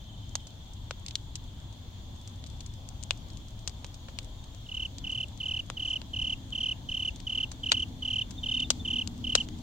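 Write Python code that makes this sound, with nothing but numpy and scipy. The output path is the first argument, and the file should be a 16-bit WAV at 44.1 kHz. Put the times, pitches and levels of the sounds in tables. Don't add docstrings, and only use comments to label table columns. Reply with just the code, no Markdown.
import sys
import numpy as np
from scipy import signal
from scipy.fft import rfft, irfft, next_fast_len
from scipy.io import wavfile
from scipy.ndimage import uniform_filter1d, minimum_filter1d, map_coordinates

SR = 44100
rng = np.random.default_rng(int(sys.argv[2]) if len(sys.argv) > 2 else 0)


def unload_audio(sound):
    columns = np.transpose(np.atleast_2d(sound))
    steps = np.round(np.clip(columns, -1, 1) * 32767)
    wavfile.write(sys.argv[1], SR, steps.astype(np.int16))


N = 424241

# frequency in Hz, relative level in dB per Hz.
FLAME_SPECTRUM = [(12, -33), (20, -1.5), (48, -0.5), (103, 0), (116, -1.5), (135, -8), (172, -12.5),
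                  (243, -14), (321, -20.5), (356, -24), (420, -36), (550, -63), (920, -120)]
# frequency in Hz, relative level in dB per Hz.
AIR_SPECTRUM = [(250, 0), (420, -3), (600, 0.5), (950, -0.5), (1250, -8.5), (2000, -12), (2700, -12.5),
                (4500, -9.5), (5500, -13), (6700, -7.5), (8200, -19), (10000, -25.5), (15500, -21)]
# frequency in Hz, relative level in dB per Hz.
CHORUS_SPECTRUM = [(2500, -21), (3000, -5.5), (3300, 1.5), (3520, 0), (3800, -5.5), (4400, -8.5),
                   (5200, -56)]
# frequency in Hz, relative level in dB per Hz.
ROAR_SPECTRUM = [(50, -21.5), (80, 11.5), (125, -12), (175, -1.5), (220, 6), (310, -0.5), (400, -16),
                 (700, -49)]
# frequency in Hz, left-right correlation from -1 to 1.
STEREO_LIKENESS = [(60, 0.94), (130, 0.99), (290, 0.76), (640, 0.54), (1410, -0.18), (3100, 0.034),
                   (15000, -0.018)]
# multiple of the note, level in dB before it wavers.
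EXHAUST_ORDERS = [(.7, -8.5), (0.999, -1.5), (1.25, -14), (1.78, -21)]
# time in seconds, level in dB.
ENGINE_LEVEL_CURVE = [(4.5, -83), (5.01, -49.5), (5.35, -67), (6.27, -51), (6.95, -58), (7.94, -47.5),
                      (8.16, -57), (8.62, -44.5), (9.62, -45)]
# centre of first pulse in seconds, pulses, seconds between pulses,
# pitch in Hz before random detune, level in dB before random variation.
FAR_TRILLS = [(.012, 12, .044, 3120, -54.5), (2.2, 11, .05, 3490, -53), (4.35, 8, 0.045, 3690, -58),
              (8.226, 1, .052, 3550, -40), (8.39, 6, .0522, 3597, -38), (8.808, 4, 0.056, 3540, -42.5)]
STROKE_SHAPE = [(0, 0.14), (.06, 0.33), (.18, 0.77), (.36, 0.78), (.58, 0.85), (.76, 0.35), (.87, 0.33),
                (.96, 0.2), (1, 0.031)]
# start in seconds, level in dB (all the energy as rms over 10 ms),
# snap centre in Hz, low knock gain in dB, scatter tail gain in dB, left minus right level in dB.
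LOUD_POPS = [(.3544, -28.5, 5570, -8, -6.5, -1), (0.4698, -48.5, 5340, -8, 16, 1),
             (0.9092, -34, 3460, 3.5, -2, 3), (1.063, -40, 4480, -24, 12, 3),
             (1.0832, -40, 4770, -26, 4, 1), (1.1092, -43, 4000, -28, -2, 3),
             (1.155, -28, 4550, -35, -10, 2.5), (1.355, -36.5, 5600, -15, 18, 1.5),
             (2.276, -48, 6200, -8, -1, 1), (2.4406, -47, 4370, -6, -12, 2),
             (2.6062, -45, 4750, -12, 14, 8), (3.0366, -44.5, 7200, -31, -19, 15),
             (3.108, -24.5, 3100, -10, -12, 3.5), (3.6762, -31.5, 5350, -8, 1.5, 6),
             (3.8453, -41, 4650, -1, -8, 0), (4.085, -46.5, 3600, 10, 3, 6),
             (4.1879, -34.5, 4260, -8, -10, 3), (4.9831, -43, 4930, -27, 7, 4),
             (5.7008, -36, 4300, 4.5, -8, 5), (6.0168, -44, 3200, -3, -6, 3),
             (7.1605, -48.5, 5900, -18, -3, 2), (7.2019, -48.5, 4530, -7, -3, 8.5),
             (7.5157, -41.5, 5540, -3, 9, 1), (7.7187, -17, 3560, -4.5, 1.5, 2),
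             (8.308, -46.5, 5700, -5, 4, 9.5), (8.6014, -42, 4300, -18, 6, -2),
             (8.7041, -17, 4900, -8.5, -6.5, 2.5), (9.0752, -40, 5040, -15, -17, 12.5),
             (9.3525, -12.5, 4600, -6.5, -13.5, 1.5), (9.4875, -46.5, 3760, -10, -18, 5)]
# frequency in Hz, gain in dB.
EMBER_COLOUR = [(200, -37), (400, -9), (520, 0), (750, -6), (1100, 0.5), (1800, -0.5), (3200, 4.5),
                (4400, 1.5), (5400, -2), (6700, 3), (8600, -1.5), (10000, -15), (16000, -13.5)]
# approximate time of first stroke in seconds, strokes.
NEAR_CHIRPS = [(4.665, 8), (5.045, 8), (5.407, 8), (5.773, 8), (6.139, 8), (6.528, 8), (6.892, 8),
               (7.272, 7), (7.638, 8), (8.027, 8), (8.437, 8), (8.854, 7), (9.245, 7)]

FLAME_DB, FLAME_GROWTH_DB_PER_S = -44, 0.26
AIR_DB, AIR_GROWTH_DB_PER_S = -57, 0.2224
CHORUS_DB = -59.5
ENGINE_HZ, ENGINE_SAG_HZ_PER_S = 282.8, 8.1
ENGINE_ARRIVES_S, ENGINE_FAR_DB = 4.5, -69
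BUSY_FROM_S, BUSY_UNTIL_S = 2.25, 4.55
STROKE_PERIOD_S, SONG_HZ, SONG_DB = .0269, 2999, -21.5
WARM_UP_S, COLD_DB, COLD_HZ = 1.7, 4.5, 50
FIRST_STROKE_DB, HESITANT_DB = 4, 13
TOP_HZ = 16000


def amp(db):
    return 10 ** (np.asarray(db) / 20)


def unit(x):
    return x / np.sqrt(np.mean(x ** 2) + 1e-20)


def along(points, hz):
    f, v = np.transpose(points)
    return np.interp(np.log(hz + 1), np.log(f + 1), v)


def curves(rows):
    s, *cols = np.transpose(rows)
    return [np.interp(np.arange(N) / SR, s, c) for c in cols]


def wobble(rate):
    knots = rng.standard_normal(int(N * rate / SR) + 4)
    steps = np.linspace(0, N, len(knots) * 10)
    return np.interp(np.arange(N), steps, map_coordinates(knots, [steps * rate / SR]))


def filtered(x, response):
    n = x.shape[-1]
    m = next_fast_len(n + 4096)
    return irfft(rfft(x, m) * response(np.fft.rfftfreq(m, 1 / SR)), m)[..., :n]


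def causal(gain):
    cepstrum = irfft(np.log(np.maximum(gain, 1e-6)))
    half = len(cepstrum) // 2
    return np.exp(rfft(np.r_[cepstrum[0], 2 * cepstrum[1:half], np.zeros(half)]))


def resonance(hz, centre, q):
    return 1 / np.sqrt(1 + (q * ((hz + 1) / centre - centre / (hz + 1))) ** 2)


def delay(hz, left_s, right_s):
    return np.exp(-2j * np.pi * hz * np.array([[left_s], [right_s]]))


def pan(db):
    return amp([[db / 2], [-db / 2]])


def add(track, s, sound):
    i = int(np.clip(round(s * SR), 0, N - 1))
    track[..., i:i + sound.shape[-1]] += sound[..., :N - i]


def rush(spectrum, patchy_db):
    z = signal.stft(rng.standard_normal((2, N)), nperseg=512)[2]
    field = uniform_filter1d(rng.standard_normal(z.shape[1:]), size=5, axis=0)
    field = uniform_filter1d(field, size=14, axis=1)
    pair = signal.istft(z * amp(patchy_db * unit(field)), nperseg=512)[1][:, :N]

    def mid_side_gain(hz):
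        turn = np.arccos(np.clip(along(STEREO_LIKENESS, hz), -1, 1)) / 2
        return amp(along(spectrum, hz)) * np.array([np.cos(turn), np.sin(turn)])

    mid, side = filtered(pair, mid_side_gain)
    return unit(np.array([mid + side, mid - side]))


def night():
    t = np.arange(N) / SR
    flame_db = FLAME_DB + FLAME_GROWTH_DB_PER_S * t + .3 * wobble(1.975) + 0.9 * wobble(8)
    flames = amp(flame_db) * rush(FLAME_SPECTRUM, patchy_db=0.35)
    air = amp(AIR_DB + AIR_GROWTH_DB_PER_S * t) * rush(AIR_SPECTRUM, patchy_db=1.5)
    chorus = amp(CHORUS_DB + 0.85 * wobble(35)) * rush(CHORUS_SPECTRUM, patchy_db=0.8)
    return pan(2.26) * flames + pan(1.07) * air + pan(3.0) * chorus


def engine(tone_db=-2.0, roar_db=0):
    since = np.arange(N) / SR - ENGINE_ARRIVES_S
    hz = ENGINE_HZ - ENGINE_SAG_HZ_PER_S * np.maximum(since, 0)
    db = np.where(since < 0, ENGINE_FAR_DB, curves(ENGINE_LEVEL_CURVE)[0])
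    phase = 2 * np.pi * np.cumsum(hz * (1 + .008 * wobble(14))) / SR
    note = np.zeros(N)
    for order, order_db in EXHAUST_ORDERS:
        note += amp(order_db + 2 * wobble(7)) * unit(np.sin(order * phase))
    roar = rush(ROAR_SPECTRUM, patchy_db=2.5)
    return pan(1.9) * amp(db) * (amp(tone_db) * note + amp(roar_db) * roar)


def outdoors(x, t60):
    t = np.arange(SR // 2) / SR
    tail = rng.standard_normal((2, len(t))) * amp(-60 * t / t60) * (1 - np.exp(-t / 0.0029))
    return signal.fftconvolve(x[None], tail / np.linalg.norm(tail[0]), axes=1)[:, :N]


def meadow(meadow_db=-63.5, count=6):
    song = np.zeros(N)
    for pitch_hz in np.linspace(3250, 3560, count):
        u = np.cumsum(20 + 1.3 * wobble(0.97)) / SR % 1
        bend = 1 + 0.0856 * (.5 - u) + .008 * wobble(2)
        phase = 2 * np.pi * np.cumsum(pitch_hz * bend) / SR
        song += amp(2.5 * wobble(1.5)) * np.sin(np.pi * u) ** 4 * np.sin(phase)
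    return amp(meadow_db) * pan(1.2) * unit(outdoors(song, t60=0.044))


def wing_stroke(pitch_hz, length, fall, overtone_db, slip=0.005):
    u = np.linspace(0, 1, int(length * SR))
    teeth = unit(uniform_filter1d(rng.standard_normal(len(u)), size=45)) * (1.1 + u ** 3)
    hz = pitch_hz * (1 + fall * (.33 - u ** 1.38) + slip * teeth)
    phase = 2 * np.pi * (np.cumsum(hz) / SR + rng.random())
    overtones = np.sin(2 * phase) + 0.78 * np.sin(3 * phase)
    tone = np.sin(phase) + amp(overtone_db) * overtones
    swell = uniform_filter1d(np.interp(u, *np.transpose(STROKE_SHAPE)), size=70, mode='constant')
    return swell * tone


def far_crickets(length=.024, direct_db=0, echo_db=-8):
    song = np.zeros(N)
    for s, pulses, period, pitch_hz, db in FAR_TRILLS:
        for k in range(round(pulses)):
            pulse_hz = pitch_hz * (1 + 0.0029 * rng.standard_normal())
            stroke = wing_stroke(pulse_hz, length, fall=0.049, overtone_db=-43)
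            level = amp(db + 2.6 * rng.standard_normal())
            add(song, s + k * period - length / 2, level * stroke)
    return amp(direct_db) * song + amp(echo_db) * outdoors(song, t60=0.11)


def noise_burst(t, t60, spiky_db):
    envelope = amp(spiky_db * rng.standard_normal(len(t)) - 60 * t / t60)
    return unit(rng.standard_normal((2, len(t))) * envelope)


def pop(db, snap_hz, knock_db, tail_db, pan_db, crack_t60=0.0086, tail_t60=0.031,
        ground_db=-29, ground_t60=0.74, left_lead=.00003):
    t = np.arange(SR // 10) / SR
    push = unit(1. * (t == 0))
    crack = noise_burst(t, crack_t60, spiky_db=0)
    scatter = noise_burst(t, tail_t60, spiky_db=9)
    ground = noise_burst(t, ground_t60, spiky_db=0)
    blast = 0.62 * push + 0.63 * crack + amp(tail_db) * scatter + amp(ground_db) * ground

    def response(hz):
        snap = 0.62 * resonance(hz, snap_hz, 0.91) ** 2
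        knock = amp(knock_db) * resonance(hz, 700, 1.0)
        colour = amp(along(EMBER_COLOUR, hz)) * np.hypot(snap, knock)
        return causal(colour) * delay(hz, 0, left_lead)

    sound = filtered(blast, response)
    return amp(db) * pan(pan_db) * unit(sound) / np.sqrt(10)


def tick(db, spread_db=5.0):
    size, pitch, scatter, place = rng.random(4)
    bigger_db = min(-spread_db * np.log(size), 9)
    return pop(db + bigger_db, 4500 + 2500 * pitch, bigger_db - 22.5, 12 * scatter - 7, 11 * place)


def embers(quiet_db=-64, busy_db=-57):
    out = np.zeros((2, N))
    for s, db, snap_hz, knock_db, tail_db, pan_db in LOUD_POPS:
        add(out, s, pop(db, snap_hz, knock_db, tail_db, pan_db))
    for s in rng.uniform(0, N / SR, size=60):
        add(out, s, tick(quiet_db))
    for s in rng.uniform(BUSY_FROM_S, BUSY_UNTIL_S, size=16):
        add(out, s, tick(busy_db))
    return out


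def wing_rasp(hz):
    low = resonance(hz, 4230, 4.6) ** 2
    middle = 1.36 * resonance(hz, 5910, 6.9) ** 2
    high = 0.33 * resonance(hz, 9170, 10.0) ** 2
    return low + middle + high


def near_cricket(length=.0205, rasp_db=-16.0, echo_db=-22, left_lag=.00004):
    song, start = np.zeros(N), NEAR_CHIRPS[0][0]
    for s, strokes in NEAR_CHIRPS:
        cold = np.exp((start - s) / WARM_UP_S)
        soft_db = FIRST_STROKE_DB + HESITANT_DB * (s == start)
        for k in range(round(strokes)):
            early, longer, sharper, louder, steeper = rng.standard_normal(5)
            effort = amp(.7 * louder - soft_db * np.exp(-k / 1.6))
            span = length * effort ** 0.27 * (1 + .06 * longer)
            pitch_hz = (SONG_HZ - COLD_HZ * cold) * (1 + 0.0064 * sharper)
            stroke = wing_stroke(pitch_hz, span, fall=0.18 * (1 + 0.11 * steeper), overtone_db=-33.0)
            stroke_s = s + k * STROKE_PERIOD_S - 0.27 * span + .0003 * early
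            add(song, stroke_s, amp(SONG_DB - COLD_DB * cold) * effort * stroke)
    rasp = filtered(np.abs(song) * rng.standard_normal((2, N)), wing_rasp)
    direct = filtered(song, lambda hz: delay(hz, left_lag, 0))
    return pan(-2.1) * direct + amp(rasp_db) * rasp + amp(echo_db) * outdoors(song, t60=0.19)


def scene():
    return night() + engine() + meadow() + far_crickets() + embers() + near_cricket()


def record(dry):
    needed = np.minimum(1, .9 / (np.abs(dry).max(axis=0) + 1e-9))
    gain = uniform_filter1d(minimum_filter1d(needed, size=31), size=31)
    return filtered(dry * gain, lambda hz: 1 / np.sqrt(1 + (hz / TOP_HZ) ** 120))


dry = scene()
out = record(dry)
unload_audio(out)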